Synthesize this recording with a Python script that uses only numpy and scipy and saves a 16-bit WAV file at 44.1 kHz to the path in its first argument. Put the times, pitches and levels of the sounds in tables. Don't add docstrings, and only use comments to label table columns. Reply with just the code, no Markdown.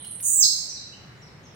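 import sys
import numpy as np
from scipy import signal
from scipy.fft import rfft, irfft
from scipy.io import wavfile
from scipy.ndimage import uniform_filter1d

SR = 44100
rng = np.random.default_rng(int(sys.argv[2]) if len(sys.argv) > 2 else 0)


def volts_from_decibels(level):
    exponent = np.asarray(level, float) / 20
    return 10 ** exponent


def generate_wav(sig):
    pcm = np.round(np.clip(np.atleast_2d(sig).T, -1, 1) * 32767).astype(np.int16)
    wavfile.write(sys.argv[1], SR, pcm)


N = 68355
TOP_HZ = 15900

# (frequency [Hz], density [dB per Hz])
HOUSE_SPECTRUM = [(30, -29.5), (60, -9.5), (130, -0.5), (260, -10), (800, -17), (2300, -19), (6500, -36.5),
                  (16000, -48)]
# (frequency [Hz], decay time [s])
ROOM_T60 = [(2500, .95), (4000, .88), (5500, .8), (7700, .7), (10000, .72), (12500, .64), (16000, .5)]
# (time [s], length [s], first pitch [Hz], last pitch [Hz], level [dB])
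FAR_NOTES = [(-.06, 0.069, 4503, 2790, -55.5), (0.025, 0.023, 3305, 2675, -50.5),
             (0.025, 0.06, 3797, 4283, -58), (0.045, 0.022, 3470, 2870, -60),
             (0.683, 0.025, 5940, 5500, -37), (.712, 0.01, 5480, 5060, -33.5),
             (0.738, 0.043, 4960, 3640, -43.5), (.91, 0.04, 2590, 3190, -55.5),
             (0.918, 0.02427, 5749, 5300, -82), (1.027, 0.04, 9350, 8000, -83),
             (1.155, 0.037, 6820, 7120, -71), (1.211, .022, 6050, 5070, -55.5),
             (1.251, 0.036, 5300, 3729, -64), (1.35, 0.0072, 3997, 3520, -74.5),
             (1.425, .03, 6860, 6000, -64), (1.449, 0.023, 6130, 4930, -58.5),
             (1.487, 0.033, 3570, 3830, -75)]
# (time [s], length [s], first pitch [Hz], last pitch [Hz], level [dB])
FAR_WHISTLE = [
    (0.786, 0.1, 4051, 3979, -52),
]
# (time [s], level [dB])
PERCH_TICKS = [
    (.048, -45),
    (.201, -42.5),
]
# (time [s], first pitch [Hz], last pitch [Hz], level [dB])
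CHIPS = [
    (-.019, 10500, 9020, -39.5),
    (.023, 11070, 8820, -37.5),
    (.066, 11280, 8870, -36),
    (.107, 11610, 8860, -32),
    (.146, 10820, 8500, -36.5),
    (.206, 12250, 9770, -30.5),
    (1.544, 10800, 9000, -64),
]
# (time [s], low pitch [Hz], high pitch [Hz], low level [dB], high level [dB])
BUZZ = [
    (0.2259, 6543, 9073, -42.5, -30),
    (0.257, 6750, 8866, -26, -22.5),
    (0.299, 6883, 8416, -31, -26.5),
    (.335, 7070, 8148, -29, -23),
    (0.348, 7000, 7890, -33, -28),
    (0.368, 7000, 7680, -70.5, -21.5),
    (.39, 7000, 7680, -49.5, -20.5),
    (0.403, 7000, 7400, -72, -15.5),
    (0.404, 7000, 7620, -65.5, -54.5),
]
# (time [s], length [s], first pitch [Hz], last pitch [Hz], level [dB], octave level [dB])
DROP = [
    (.404, .006, 5950, 6250, -22, -20),
    (.409, .012, 6250, 6550, -17, -22),
    (.4215, .0125, 5700, 4700, -17, -36),
    (.433, .0105, 4780, 3900, -20, -36),
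]
# (frequency [Hz], left over right [dB])
SHADOW = [(3500, 1.5), (6500, -9), (9000, -8.5), (12000, 7.5), (15500, 1.5)]
# (frequency [Hz], gain [dB])
MIC = [(6000, 2), (9500, 0.5), (11300, -5), (13000, 4), (15300, 3.5)]

EDGE_S, OCTAVE_DB = .0012, -14
DIRECT_DB, EARLY_DB = -2.5, 3


def along(table, hz):
    table = np.array(table)
    return np.interp(np.log(np.maximum(hz, 1)), np.log(table[:, 0]), table[:, 1])


def walk(rate_hz):
    hold = int(SR / rate_hz)
    steps = np.repeat(rng.standard_normal(N // hold + 2), hold)
    return 1.7 * uniform_filter1d(uniform_filter1d(steps, hold), hold)[:N]


def bands(lowest_hz, size):
    f = np.fft.rfftfreq(size, 1 / SR)
    count = int(3 * np.log2(TOP_HZ / lowest_hz)) + 2
    for hz in lowest_hz * 2 ** (np.arange(count) / 3):
        yield hz, np.clip(1 - np.abs(3 * np.log2(np.maximum(f, 1) / hz)), 0, 1)


def voice(hz, size, octave_db, under_db=-90):
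    turn = 2 * np.pi * np.cumsum(hz) / SR
    octave = volts_from_decibels(octave_db) * (hz < SR / 5) * np.sin(2 * turn)
    undertone = volts_from_decibels(under_db) * np.sin(turn / 2)
    return np.sqrt(2) * size * (np.sin(turn) + octave + undertone)


def glides(t, notes, edge_s, wobble, octave_db, hook=0):
    out = np.zeros(len(t))
    for start, length, first_hz, last_hz, db in notes:
        on = (t > start) & (t < start + length)
        u = t[on] - start
        to_edge = np.minimum(u, length - u)
        size = volts_from_decibels(db) * np.sin(np.pi / 2 * np.clip(to_edge / edge_s, 0, 1)) ** 2
        slide = np.minimum(u / length / (1 - hook), 1)
        hz = (first_hz + (last_hz - first_hz) * slide) * (1 + wobble[on])
        out[on] += voice(hz, size, octave_db)
    return out


def house():
    alike_hz, level_db = 640, -52.5
    swell_db, flicker_db = .7, 1.2
    swell = walk(2.5)
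    mid, side = rfft(rng.standard_normal((2, N)))
    f = np.fft.rfftfreq(N, 1 / SR)
    share = f ** 2 / (f ** 2 + alike_hz ** 2) / 2 + .03
    spread = np.sqrt(share) * side * np.array([[1], [-1]])
    pair = volts_from_decibels(along(HOUSE_SPECTRUM, f)) * (np.sqrt(1 - share) * mid + spread)
    out = 0
    for _, mask in bands(20, N):
        out = out + irfft(pair * mask, N) * volts_from_decibels(swell_db * swell + flicker_db * walk(8.3))
    return out * volts_from_decibels(level_db) / np.sqrt(np.mean(out ** 2))


def room(direct_db, early_db):
    early_t60_s, late_db = 0.36, 3.5
    gap_s, build_s = 0.0023, 0.027
    u = np.arange(SR) / SR

    def fade(t60):
        return np.exp(-np.log(1000) * u / t60) * np.sqrt(2 * np.log(1000) / SR)

    noise = rfft(rng.standard_normal((2, SR)))
    tail = sum(irfft(noise * mask, SR) * fade(along(ROOM_T60, hz)) for hz, mask in bands(840, SR))
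    build = 1 - np.exp(-np.maximum(u - gap_s, 0) / build_s)
    early = rng.standard_normal((2, SR)) * fade(early_t60_s) / np.sqrt(early_t60_s) * (u > gap_s)
    out = tail * build * volts_from_decibels(late_db) + volts_from_decibels(early_db) * early
    out[:, 0] += volts_from_decibels(direct_db)
    return out


def far_birds(t):
    wobble = .014 * np.resize(walk(90), len(t))
    calls = glides(t, FAR_NOTES, 0.0066, wobble, -76.5)
    return calls + glides(t, FAR_WHISTLE, 0.027, 0 * t, -60.)


def perch_ticks(t):
    decay_s, low_cut_hz = .005, 1500
    size = sum(volts_from_decibels(db) * np.exp(-np.maximum(t - s, 0) / decay_s) * (t > s) for s, db in PERCH_TICKS)
    thin = signal.butter(2, low_cut_hz, "high", fs=SR, output="sos")
    return signal.sosfilt(thin, size * rng.standard_normal(len(t)))


def falling_chips(t):
    length_s, hook = .0075, .25
    notes = [(start, length_s, *rest) for start, *rest in CHIPS]
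    return glides(t, notes, EDGE_S, 0 * t, OCTAVE_DB, hook)


def buzz_to_whistle(t):
    rate_hz, jitter, pulsing_ends_s, dip = 200, .012, .345, 0.67
    low_climb_hz, high_climb_hz, wobble = 520, 1193, .017
    sum_db, undertone_db = -3, -40
    s, low_hz, high_hz, low_db, high_db = np.array(BUZZ).T
    on = (t > s[0]) & (t < s[-1])
    u = t[on]
    cycle = np.cumsum(rate_hz * (1 + jitter * walk(60)[:len(u)])) / SR % 1
    buzzing = np.clip((pulsing_ends_s - u) / 0.014, 0, 1)
    throb = 1 - dip * buzzing * (1 - np.sin(np.pi * cycle) ** 4)
    bend = -buzzing * np.cos(np.pi * np.minimum(cycle / .85, (1 - cycle) / .15))
    low = np.interp(u, s, low_hz) + low_climb_hz * bend
    high = np.interp(u, s, high_hz) + high_climb_hz * bend
    high = high * (1 + wobble * walk(150)[:len(u)])
    low_size = volts_from_decibels(np.interp(u, s, low_db)) * throb
    high_size = volts_from_decibels(np.interp(u, s, high_db)) * throb
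    sum_turn = 2 * np.pi * np.cumsum(low + high) / SR
    sum_tone = volts_from_decibels(sum_db) * np.sqrt(low_size * high_size) * np.sin(sum_turn)
    out = np.zeros(len(t))
    out[on] = voice(low, low_size, OCTAVE_DB) + voice(high, high_size, OCTAVE_DB, undertone_db) + sum_tone
    return out


def closing_drop(t):
    return sum(glides(t, [note[:5]], EDGE_S, 0 * t, note[5]) for note in DROP)


def phone_shadow(near):
    lag_s = .00005
    f = np.fft.rfftfreq(N, 1 / SR)
    side = np.array([[.5], [-.5]])
    shift = np.exp(4j * np.pi * f * lag_s * side)
    return irfft(rfft(near) * volts_from_decibels(side * along(SHADOW, f)) * shift, N)


def scene():
    lead = SR // 10
    t = (np.arange(N + lead) - lead) / SR
    floor = house()

    far = signal.fftconvolve(far_birds(t)[None], room(-20, 2.5), axes=1)[:, lead:lead + N]

    tick = perch_ticks(t)
    near = falling_chips(t) + buzz_to_whistle(t) + closing_drop(t) + volts_from_decibels(-5) * tick
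    facing_s, facing_span_s, facing_echo_db = .385, .04, -5
    to_walls = volts_from_decibels(facing_echo_db * np.exp(-((t - facing_s) / facing_span_s) ** 4))
    facing = ((1 - to_walls) * near * volts_from_decibels(DIRECT_DB))[lead:]
    echoing = signal.fftconvolve((near * to_walls)[None], room(DIRECT_DB, EARLY_DB), axes=1)
    near = phone_shadow(echoing[:, lead:lead + N] + facing)
    return near + far + tick[lead:] + floor


def roll_off(x):
    return signal.sosfilt(signal.butter(12, 16480, fs=SR, output="sos"), x)


def record(dry):
    recover_db, recover_s, recover_span_s = 2.5, .98, .07
    x = irfft(rfft(dry) * volts_from_decibels(along(MIC, np.fft.rfftfreq(N, 1 / SR))), N)
    t = np.arange(N) / SR
    x = x * volts_from_decibels(recover_db / (1 + np.exp((recover_s - t) / recover_span_s)))
    x = signal.sosfilt(signal.ellip(8, .2, 70, TOP_HZ, fs=SR, output="sos"), x)
    return roll_off(x)


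dry = scene()
out = record(dry)
generate_wav(out)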